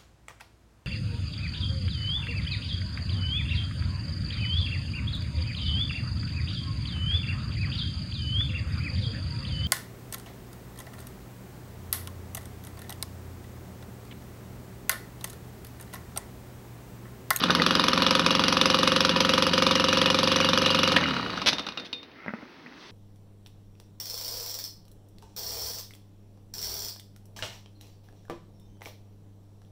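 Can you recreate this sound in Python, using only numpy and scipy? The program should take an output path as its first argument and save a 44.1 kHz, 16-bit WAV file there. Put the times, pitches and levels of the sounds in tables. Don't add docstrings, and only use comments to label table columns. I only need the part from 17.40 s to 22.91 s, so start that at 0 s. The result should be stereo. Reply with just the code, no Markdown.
import sys
import numpy as np
from scipy import signal
from scipy.fft import rfft, irfft
from scipy.io import wavfile

SR = 44100
rng = np.random.default_rng(int(sys.argv[2]) if len(sys.argv) > 2 else 0)


def file_out(sig):
    cols = np.atleast_2d(sig).T
    lim = np.clip(cols, -1, 1)
    pcm = np.round(lim * 32767).astype(np.int16)
    wavfile.write(sys.argv[1], SR, pcm)


N = 242980
TIME = np.arange(N) / SR


def from_db(db):
    return 10 ** (np.asarray(db) / 20)


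def rms_one(x):
    return x / np.sqrt(np.mean(x ** 2) + 1e-20)


def clicks(times, sizes, spread_db=0):
    out = np.zeros(N)
    at = np.round(np.asarray(times) * SR).astype(int)
    sizes = sizes * from_db(spread_db * rng.standard_normal(len(at)))
    inside = (at >= 0) & (at < N)
    np.add.at(out, at[inside], sizes[inside])
    return out + 1e-18


def grains(per_s):
    return (rng.random(N) < per_s / SR) * rng.standard_normal(N)


def resonate(x, hz, width):
    r = np.exp(-np.pi * width / SR)
    top = np.array([1, 0, -1]) * (1 - r * r) / 2
    return signal.lfilter(top, [1, -2 * r * np.cos(2 * np.pi * hz / SR), r * r], x)


def resonances(x, rows):
    return sum(np.prod(factor) * from_db(db) * resonate(x, hz, width) for hz, width, db, *factor in rows)


def struck(x, hz, width):
    r, w = np.exp(-np.pi * width / SR), 2 * np.pi * hz / SR
    return signal.lfilter([0, np.sin(w)], [1, -2 * r * np.cos(w), r * r], x)


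def pops(times, sizes, hz, width, wander, spread_db, size=1024):
    out, unit = np.zeros(N + size), signal.unit_impulse(size)
    starts = np.round(times * SR).astype(int)
    sizes = sizes * np.ones(len(times))
    chances = rng.standard_normal((len(times), 2))
    for i, gain, (pitch, strength) in zip(starts, sizes, chances):
        centre = min(hz * np.exp(wander * pitch), .45 * SR)
        if 0 <= i < N:
            ring = resonate(resonate(unit, centre, width), centre, 1.07 * width)
            out[i:i + size] += gain * from_db(spread_db * strength) * ring
    return out[:N]


def blip(hz, rise_s, size=4096):
    t = TIME[:size]
    return t / rise_s * np.exp(1 - t / rise_s) * np.sin(2 * np.pi * hz * t)


def fade(x, seconds):
    return signal.lfilter([1], [1, -np.exp(-1 / (seconds * SR))], x)


def swells(rows):
    return sum(from_db(db) * np.exp(-((TIME - s) / half) ** 2) for s, half, db in rows)


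def waver(per_s):
    return np.interp(TIME * per_s, np.arange(2000), rng.standard_normal(2000))


def response(spectrum, size=2048):
    hz, db = np.transpose(spectrum)
    grid = np.maximum(np.arange(size + 1) * SR / (2 * size), 1)
    cepstrum = irfft(np.log(from_db(np.interp(np.log(grid), np.log(hz), db))))
    cepstrum[1:size] *= 2
    cepstrum[size + 1:] = 0
    return irfft(np.exp(rfft(cepstrum)))


def through(x, impulse):
    return signal.oaconvolve(x, impulse)[:N]


def noise(spectrum):
    return rms_one(through(rng.standard_normal(N), response(spectrum)))


def no_bass(x):
    return signal.sosfilt(signal.butter(4, 520, "high", fs=SR, output="sos"), x)


# first firing t/s, last firing t/s, firings, lag at mid-run/s
RUNS = [(-.005, .0383, 2, 0), (.1055, .1507, 2, 0), (.2202, .4842, 7, .0008), (.533, .7955, 7, .0014),
        (.864, 1.6937, 20, .0006), (1.7618, 2.0675, 8, .0005), (2.1353, 3.089, 23, .0039),
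        (3.1335, 3.563, 11, -.001)]
CUT_S = RUNS[-1][1]
IDLE_TURNS_PER_S, DRAG_S, FRICTION_TURNS_PER_S2 = 45.21, 1.562, 31.03


def crank_speed():
    friction = FRICTION_TURNS_PER_S2 * DRAG_S / IDLE_TURNS_PER_S
    slowing = np.exp(-np.maximum(TIME - CUT_S, 0) / DRAG_S)
    return np.maximum((1 + friction) * slowing - friction, 0)


def crank():
    firings = []
    for first, last, count, lag in RUNS:
        u = np.linspace(0, 1, count)
        firings.extend(first + (last - first) * u + lag * np.sin(np.pi * u))
    idling = [np.linspace(a, b, round((b - a) * IDLE_TURNS_PER_S), endpoint=False)
              for a, b in zip(firings, firings[1:])]
    coasted = np.cumsum(crank_speed() * (TIME > CUT_S)) * IDLE_TURNS_PER_S / SR
    coasting_turns = TIME[np.searchsorted(coasted, np.arange(1, coasted[-1]))]
    turns = np.concatenate(idling + [firings[-1:], coasting_turns])
    return turns, np.isin(turns, firings)


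def crank_angle(turns):
    return 2 * np.pi * np.interp(TIME, turns, np.arange(len(turns)))


# f/Hz, level/dB per Hz
AIR_SPECTRUM = [(20, -34), (60, -8), (110, -7.5), (190, -3.5), (262, 3), (380, -2), (550, -8),
                (1100, -12.5), (1900, -11.5), (2900, -16), (5000, -21.5), (7000, -35), (15000, -23)]
AIR_DB, WASH_DB, WASH_SPEED_POWER = -51.5, -40, 0.91


def air_level(speed):
    return np.hypot(from_db(AIR_DB), from_db(WASH_DB) * speed ** WASH_SPEED_POWER)


# f/Hz, level/dB per Hz
BREEZE_SPECTRUM = [(25, 13), (70, 5.5), (150, -15), (300, -19), (1000, -59)]


def breeze(level_db=-78):
    return from_db(level_db) * noise(BREEZE_SPECTRUM)


def driveway(x, echo_db=-11, decay_s=0.033, low_hz=700, size=8192):
    t = TIME[:size]
    echoes = rng.standard_normal(size) * (rng.random(size) < 1500 / SR) * (t > .003) * np.exp(-t / decay_s)
    bright = signal.sosfilt(signal.butter(2, low_hz, "high", fs=SR, output="sos"), x)
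    return x + from_db(echo_db) * through(bright, echoes / np.sqrt(np.sum(echoes ** 2)))


# middle t/s, half length to 1/e /s, level/dB
CREAKS = [(4.86, 0.05, -54), (5.04, 0.087, -56), (5.41, 0.29, -55.5)]
# middle t/s, half length to 1/e /s, level/dB
SCRAPES = [(4.41, 0.081, -55), (4.83, 0.079, -50.5), (4.99, 0.07, -58)]
# middle t/s, half length to 1/e /s, level/dB
RUSTLES = [(5.2, 0.37, -62), (5.47, 0.1, -52.5)]
# f/Hz, half the width of each of two passes/Hz, level/dB
RUB = [(1310, 130, -4), (1860, 180, -2), (2050, 86, -1)]
# f/Hz, level/dB per Hz
SADDLE = [(150, -14), (500, -14), (1000, 6), (1400, 3), (2080, 4), (2330, -8), (2600, 2), (2900, -16),
          (6000, -31), (12000, -42)]
# f/Hz, level/dB per Hz
CLOTH = [(150, -4), (500, -13), (1200, -5), (2000, -7), (3500, 0), (5500, -5.5), (8000, -7), (15000, -24)]


def handling(slips_per_s=900):
    slips = grains(slips_per_s)
    rubbing = sum(from_db(db) * resonate(resonate(slips, hz, 2 * width), hz, 2 * width)
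                  for hz, width, db in RUB)
    creaking = swells(CREAKS) * rms_one(through(slips, response(SADDLE)))
    return creaking + swells(SCRAPES) * rms_one(rubbing) + swells(RUSTLES) * noise(CLOTH)


# f/Hz, width/Hz, level/dB
FRAME = [(216, 77, 0), (279, 24, -0.5), (478, 49, -2), (530, 44, -17)]
# middle t/s, half length to 1/e /s, level/dB
RUMBLES = [(.205, 0.017, -25.5), (3.53, 0.018, -30), (3.615, 0.023, -29), (3.85, 0.15, -41.5),
           (4.12, 0.14, -39.5), (4.42, 0.04, -46), (5.02, 0.033, -49.5)]


def rumble():
    return swells(RUMBLES) * rms_one(resonances(rng.standard_normal(N), FRAME))


# t/s, thud level/dB, hollow f/Hz, clack level/dB, clack f/Hz
KNOCKS = [(.098, -12.5, 198, -19, 1390), (0.1, -34, 245, -21, 1330), (.189, -24, 227, -42, 1400),
          (.198, -21, 226, -15, 1960), (3.564, -23, 242, -26, 2450), (3.575, -31, 237, -17, 1890),
          (3.639, -32, 240, -19.5, 2060), (4.862, -27, 193, -40, 1850), (4.881, -23.5, 239, -25, 1990),
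          (4.891, -32, 240, -28.5, 1380), (4.905, -33, 248, -35, 1480), (4.937, -22, 234, -37, 1880),
          (4.986, -42, 250, -44, 1950), (5.027, -37, 255, -43, 1400), (5.262, -40, 253, -36.5, 1910),
          (5.269, -43, 255, -42, 2410), (5.289, -47, 260, -50, 1700)]
# f/Hz, level/dB per Hz
THUD = [(40, -29), (80, -4), (130, -0.5), (230, 16.5), (350, 5), (700, -3.5), (1600, -0.5), (3000, -56),
        (9000, -60)]


def knocks(clack_rise_s=0.0011, hollow_rise_s=0.0045, hollow_db=-9, tube_hz=590, tube_width=140, tube_db=4,
           crackle_s=0.0088, crackle_db=-17, crackles_per_s=900):
    thud = response(THUD)
    s, thud_level = np.transpose(KNOCKS)[:2]
    blows = clicks(s, from_db(thud_level))
    thuds = through(blows, thud / np.abs(thud).max())
    out = thuds + from_db(tube_db) * resonate(thuds, tube_hz, tube_width)
    settling = rms_one(through(grains(crackles_per_s), response(SADDLE)))
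    out += from_db(crackle_db) * fade(blows, crackle_s) * settling
    for start, thud_db, hollow_hz, clack_db, clack_hz in KNOCKS:
        hollow = from_db(thud_db + hollow_db) * blip(hollow_hz, hollow_rise_s)
        tones = hollow + from_db(clack_db) * blip(clack_hz, clack_rise_s)
        i = round(start * SR)
        out[i:i + len(tones)] += tones
    return out


# f/Hz, width/Hz, level/dB
LEVER = [(620, 500, 14.5), (1860, 760, 22.5), (2480, 690, 18)]


def lever(snap_s=3.5651, count=4, bounce_s=.0017, loss_db=2.7):
    k = np.arange(count)
    at = snap_s + bounce_s * k
    return sum(pops(at, from_db(db - loss_db * k), hz, width, wander=0.093, spread_db=0.0)
               for hz, width, db in LEVER)


# multiple of the turning rate, level/dB
SHAKE = [(3, -21), (4, -2.5), (5, -10), (6, -4.5), (7, -2.5), (8, -10), (13, -18), (14, -13)]


def coasting(turns, speed, shake_db=-27.0, onset_s=0.066, shake_speed_power=3.8, rough=0.26, rough_per_s=25):
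    shake = from_db(shake_db) * np.clip((TIME - CUT_S) / onset_s, 0, 1) * speed ** shake_speed_power
    angle = crank_angle(turns)
    hum = 0
    for multiple, db in SHAKE:
        height = from_db(db) * (1 + rough * waver(rough_per_s))
        phase = rough * waver(rough_per_s) + rng.uniform(0, 2 * np.pi)
        hum = hum + height * np.sin(round(multiple) * angle + phase)
    return shake * hum * (TIME < turns[-1])


def backlash(speed, ticks_per_s=260, tick_hz=2300, tick_width=520, wander=0.453, tick_db=2,
             tick_speed_power=1.4):
    hit = (rng.random(N) < ticks_per_s / SR) & (TIME > CUT_S) & (speed > 0)
    sizes = from_db(tick_db) * speed[hit] ** tick_speed_power
    return pops(TIME[hit], sizes, tick_hz, tick_width, wander, spread_db=2.0)


# t/s, contact level/dB, ring level/dB
CLANKS = [(3.974, -25, -34), (4.017, -19, -31), (4.13, -14.5, -34), (4.183, -22, -34), (4.194, -20.5, -35),
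          (4.266, -22.5, -35.5), (4.287, -25, -30.5), (4.322, -36, -38), (4.374, -27, -26.5),
          (4.398, -28, -55), (4.529, -24, -28), (4.63, -37.5, -43), (4.715, -52, -53)]
# t/s, length/s, grinding level/dB, skipping teeth level/dB
RASPS = [(4.06, 0.029, -17.5, -27), (4.447, 0.019, -43.5, -47)]
RASP_ATTACK_S, RASP_RELEASE_S, TOOTH_S = 0.002, 0.01, 0.0073
# f/Hz, level/dB, time to fall 60 dB/s
SPROCKET = [(490, -24, 0.36), (1160, 4.5, 0.0053), (2100, -30, 0.11), (2470, -10, 0.073),
            (2744, -6.5, 0.062), (2870, -3, 0.026), (3542, -23, 0.22), (3639, -10.5, 0.24),
            (3780, -1, 0.051), (4177, -20, 0.14), (4360, -7.5, 0.028), (4860, -18, 0.06), (5500, -40, 0.3)]
# f/Hz, width of each of two passes/Hz, level/dB
KNOCKING = [(237, 61, 31), (1010, 330, 23.5)]
# f/Hz, level/dB per Hz
METAL = [(150, -7), (400, -4), (1200, -1), (1900, 4.5), (2700, 5), (3700, 10), (5300, 2), (7000, -3),
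         (11000, -7.5), (16000, -24)]


def drive(contact_s=0.006, contact_db=-6.5, skip_ring_db=-12, grains_per_s=6000):
    skips = [(start + delay, db, db + skip_ring_db)
             for start, length, _, db in RASPS for delay in np.arange(0, length, TOOTH_S)]
    s, db, rung_db = np.transpose(list(CLANKS) + skips)
    out = from_db(contact_db) * fade(clicks(s, from_db(db)), contact_s) * noise(METAL)
    out += sum(pops(s, from_db(db + level_db), hz, width, wander=0.13, spread_db=1.5, size=4096)
               for hz, width, level_db in KNOCKING)
    for k, (hz, level_db, t60) in enumerate(SPROCKET):
        hits = clicks(s, from_db(rung_db + level_db), spread_db=2.5)
        out += (-1) ** k * struck(hits, hz, np.log(1000) / (np.pi * t60))
    grinding = 0
    for start, length, level_db, _ in RASPS:
        attack = np.clip((TIME - start) / RASP_ATTACK_S, 0, 1)
        release = np.exp(-np.maximum(TIME - start - length, 0) / RASP_RELEASE_S)
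        grinding = grinding + from_db(level_db) * attack * release
    return out + grinding * rms_one(through(grains(grains_per_s), response(METAL)))


# t/s, level/dB
CHATTER = [(0, -38), (.7, -26.5), (1.3, -29.5), (2.1, -27.5), (2.6, -21.5), (3.5, -22), (3.9, -37),
           (4.1, -60)]
# f/Hz, width/Hz, level/dB
COVER = [(2837, 21.4, -6), (2940, 50, -5.5), (3130, 100, -25), (3978, 37, -10)]


def cover(turns, chance=.55, delay_s=0.0071, scatter_s=.003, tick_s=0.00065, tick_db=-7):
    at = turns + delay_s + scatter_s * rng.standard_normal(len(turns))
    force = from_db(np.interp(at, *np.transpose(CHATTER)))
    hits = clicks(at, force * (rng.random(len(at)) < chance), spread_db=2.0)
    tick = from_db(tick_db) * fade(hits, tick_s) * noise(METAL)
    return tick + sum(from_db(db) * struck(hits, hz, width) for hz, width, db in COVER)


def rattle(turns, fired, count=3, first_s=0.00302, last_s=.013, hz=3500, width=600, wander=0.304,
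           rattle_db=4, rise_db_per_s=2.0):
    at = np.repeat(turns[fired], count)
    at = at + first_s + (last_s - first_s) * rng.random(len(at))
    return pops(at, from_db(rattle_db + rise_db_per_s * at), hz, width, wander, spread_db=2.0)


# f/Hz, level/dB per Hz
BUZZ = [(100, -16.5), (300, 2), (450, 2), (650, -4), (780, -13.5), (950, 1.5), (1400, -3.5), (1900, -8.5),
        (2500, -2), (5000, -14.5), (9000, -39)]


def buzz(turns, fired, buzz_db=-39, decay_s=0.013, size=2048):
    answer = rng.standard_normal(size) * np.exp(-TIME[:size] / decay_s)
    shaken = through(clicks(turns[fired], 1), answer)
    return from_db(buzz_db) * rms_one(through(shaken, response(BUZZ)))


def imbalance(turns, speed, hum_db=-45.0, rise_db_per_s=2.06, hum_speed_power=4.2):
    level = from_db(hum_db + rise_db_per_s * np.minimum(TIME, CUT_S)) * speed ** hum_speed_power
    return level * np.sin(2 * crank_angle(turns))


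# f/Hz, width/Hz, level/dB
CASING = [(984, 18.5, 6), (1130, 40, 2), (1416, 62, -4), (1780, 74, 3), (2170, 57, -3), (2460, 140, 3.5),
          (2890, 100, 9.5), (3590, 26, -7), (3780, 93, 1.5), (4554, 36, 5.5)]
# f/Hz, level/dB per Hz
CLATTER = [(400, 10), (750, -4), (1250, 4.5), (2000, -5.5), (2900, -12), (4000, -0.5), (5500, -20),
           (8000, -11.5), (15000, -31)]


def clatter(turns, speed, slap_delay_s=0.0047, slap_s=0.00081, slap_db=6, rock_lead_s=0.0041, rock_db=2,
            ring_db=-35.5, ring_rise_db_per_s=0.26, ring_speed_power=1.84,
            churn_db=-36, churn_fall_db_per_s=1.36, churn_speed_power=0.93, teeth_per_s=1500):
    slaps = fade(clicks(turns + slap_delay_s, from_db(slap_db), spread_db=0.5), slap_s)
    slaps += fade(clicks(turns - rock_lead_s, from_db(rock_db), spread_db=2.5), slap_s)
    teeth = grains(teeth_per_s) * (1 + slaps)
    ring = resonances(teeth, CASING)
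    churn = no_bass(through(teeth, response(CLATTER)))
    casing = from_db(ring_db + ring_rise_db_per_s * TIME) * speed ** ring_speed_power
    gears = from_db(churn_db - churn_fall_db_per_s * TIME) * speed ** churn_speed_power
    return casing * rms_one(ring) + gears * rms_one(churn)


# f/Hz, width/Hz, level/dB, signed factor
AIRBOX = [(151, 9.5, 10, 0.055), (174.3, 13.7, 24.5, 0.85), (220, 61, 11.5, 0.96), (283, 29.7, 21, -0.77),
          (389, 50, 8, 0.89)]


def pumping(turns, fired, speed, lead_s=0.00279, gulp_db=2.5, idle_db=-1.5, coast_db=-5, gulp_speed_power=0.83,
            puff_hz=1280, puff_width=380, puff_db=8, unlit_db=7.5, clearing_s=0.073, puff_speed_power=0.83,
            wheeze_db=-37, wheeze_s=0.019):
    gulp_level = from_db(gulp_db + idle_db * ~fired + coast_db * (turns > CUT_S))
    gulps = clicks(turns - lead_s, gulp_level, spread_db=1.0) * speed ** gulp_speed_power
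    airbox = resonances(gulps, AIRBOX)
    at = turns[~fired]
    puffs = from_db(unlit_db * np.clip((at - CUT_S) / clearing_s, 0, 1))
    puffs = puffs * np.interp(at, TIME, speed) ** puff_speed_power
    port = pops(at, from_db(puff_db) * puffs, puff_hz, puff_width, wander=0.063, spread_db=2.0)
    wheeze = from_db(wheeze_db) * fade(clicks(at, puffs, spread_db=2.0), wheeze_s) * noise(CLATTER)
    return airbox + port + no_bass(wheeze)


# t/s, level/dB
BURN = [(0.03, -35), (.5, -34), (0.72, -30), (1.12, -34.5), (1.19, -30.5), (2.96, -29.5), (3.05, -30),
        (3.54, -30.5)]
# t/s, level/dB
ODD_FIRINGS = [(.151, 2), (.264, 2), (.352, 0), (.484, -1.5), (.533, -2.5), (.864, 2.5), (1.213, 2),
               (1.256, -0.5), (1.3, 1.5), (1.343, 0.5), (1.606, 3), (2.024, 2.5), (3.176, 4), (3.563, -1)]
BOOM_FOLLOWS, CRACK_FOLLOWS, HISS_FOLLOWS = 1.5, -0.022, 0.9
COLD_CRACK_DB, SOFTENING_DB_PER_S = 2, 1.23


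def combustion(boom_db=-2.0, hiss_db=2.0, reach_s=.02):
    burn = np.interp(TIME, *np.transpose(BURN))
    burn = burn - burn[TIME < CUT_S].mean()
    odd = sum(db * (np.abs(TIME - s) < reach_s) for s, db in ODD_FIRINGS)
    crack_db = COLD_CRACK_DB - SOFTENING_DB_PER_S * TIME + CRACK_FOLLOWS * burn + odd
    return from_db([crack_db, boom_db + BOOM_FOLLOWS * burn, hiss_db + HISS_FOLLOWS * burn])


# f/Hz, width/Hz, level/dB, signed factor
PIPE = [(67.5, 3.8, 15, 0.9), (163.4, 5.6, 26, 0.88), (200, 64, 36.5, 0.1829), (246.1, 10.9, 27.5, -1.35),
        (298.8, 13.6, 18, -2), (334, 15, 17, -0.8), (486.6, 9.7, 28.5, -0.25), (624, 45, 11.5, 0.3),
        (988, 29, 14, -1)]
# f/Hz, width of each pass/Hz, level/dB
MUFFLER = (521.5, 52.7, 32.1)
# f/Hz, width of each of two passes/Hz, level/dB, signed factor
BANG = [(1172, 382, 19.5, -1.17), (1676, 160, 12, -0.54), (2470, 210, 13, 0.9), (3496, 420, 16.5, -1.12),
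        (3720, 210, 14, 0.73), (4280, 590, 4.5, -1.44), (5070, 370, 13, 0.78), (11250, 2600, 12.5, -0.32)]
# f/Hz, level/dB per Hz
GAS = [(400, 10.5), (750, -38), (1200, 5), (2000, -4), (2600, 5), (3500, -1.5), (5200, 1.5), (6500, -1.5),
       (11000, -3.5), (16000, -29)]


def exhaust(turns, fired, lead_s=0.001004, late_s=.0009, scatter_cycles=0.11, spit_s=0.0025, swell_s=0.00087,
            hiss_s=0.012, spit_db=-17, hiss_db=-25.0):
    crack, boom, hiss = combustion()
    at = turns[fired]
    blows = clicks(at, 0.82, spread_db=0.5)
    pipe = resonances(blows, PIPE)
    hz, width, db = MUFFLER
    muffler = -from_db(db) * resonate(resonate(blows * boom, hz, width), hz, width)
    bang = 0
    for hz, width, db, factor in BANG:
        chance = np.sqrt(min(hz / 3500, 1))
        scatter = chance ** 2 * scatter_cycles / hz * rng.standard_normal(len(at))
        fronts = at - lead_s + late_s * np.log10(hz / BANG[0][0]) + scatter
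        sizes = from_db(db) * np.interp(at, TIME, crack) ** chance
        bang = bang + factor * pops(fronts, sizes, hz, width, wander=0.038, spread_db=2.56 * chance ** 2)
    spit = from_db(spit_db) * fade(clicks(at - lead_s - swell_s, 1.0, spread_db=4.0) * crack, spit_s)
    jet = spit + from_db(hiss_db) * fade(blows * hiss, hiss_s)
    jet = fade(jet, swell_s) / (swell_s * SR)
    return pipe + muffler + bang + no_bass(jet * noise(GAS))


def scene(side_db=-24, stray_db=-26, stray_hz=5000, air_side_db=-30, lean_db=-31, lean_hz=1500):
    turns, fired = crank()
    speed = crank_speed()
    air = air_level(speed)
    motor = exhaust(turns, fired) + pumping(turns, fired, speed) + imbalance(turns, speed)
    motor += clatter(turns, speed) + cover(turns) + buzz(turns, fired) + rattle(turns, fired)
    bicycle = motor + coasting(turns, speed) + rumble() + drive() + knocks() + lever() + backlash(speed)
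    mid = driveway(bicycle) + air * noise(AIR_SPECTRUM) + handling()
    side = from_db(side_db) * (driveway(mid, echo_db=-38.0, decay_s=0.0027, low_hz=1260) - mid)
    stray = driveway(mid, echo_db=5.5, decay_s=0.0016, low_hz=stray_hz) - mid
    side += through(stray, response([(5000, stray_db), (11000, -23.5)]))
    side -= from_db(lean_db) * signal.lfilter(*signal.butter(1, lean_hz, "high", fs=SR), mid)
    side += from_db(air_side_db) * air * rms_one(no_bass(noise(AIR_SPECTRUM)))
    side += breeze()
    return np.array([mid + side, mid - side])


# f/Hz, level/dB
MICROPHONE = [(20, -9), (55, 1), (5600, 0.5), (6300, -4), (7000, -23.5), (7700, -13.5), (8500, -29.5),
              (9200, -13), (10000, -24.5), (11000, -6), (12100, -23.5), (12700, -14.5), (13700, -24),
              (15700, -12)]
CUTOFF_HZ = 16200


def record(dry, top=0.96):
    coloured = np.array([through(channel, response(MICROPHONE)) for channel in dry])
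    rounded = top * np.tanh(coloured / top)
    return signal.sosfilt(signal.ellip(10, .1, 80, CUTOFF_HZ, fs=SR, output="sos"), rounded)


dry = scene()
out = record(dry)
file_out(out)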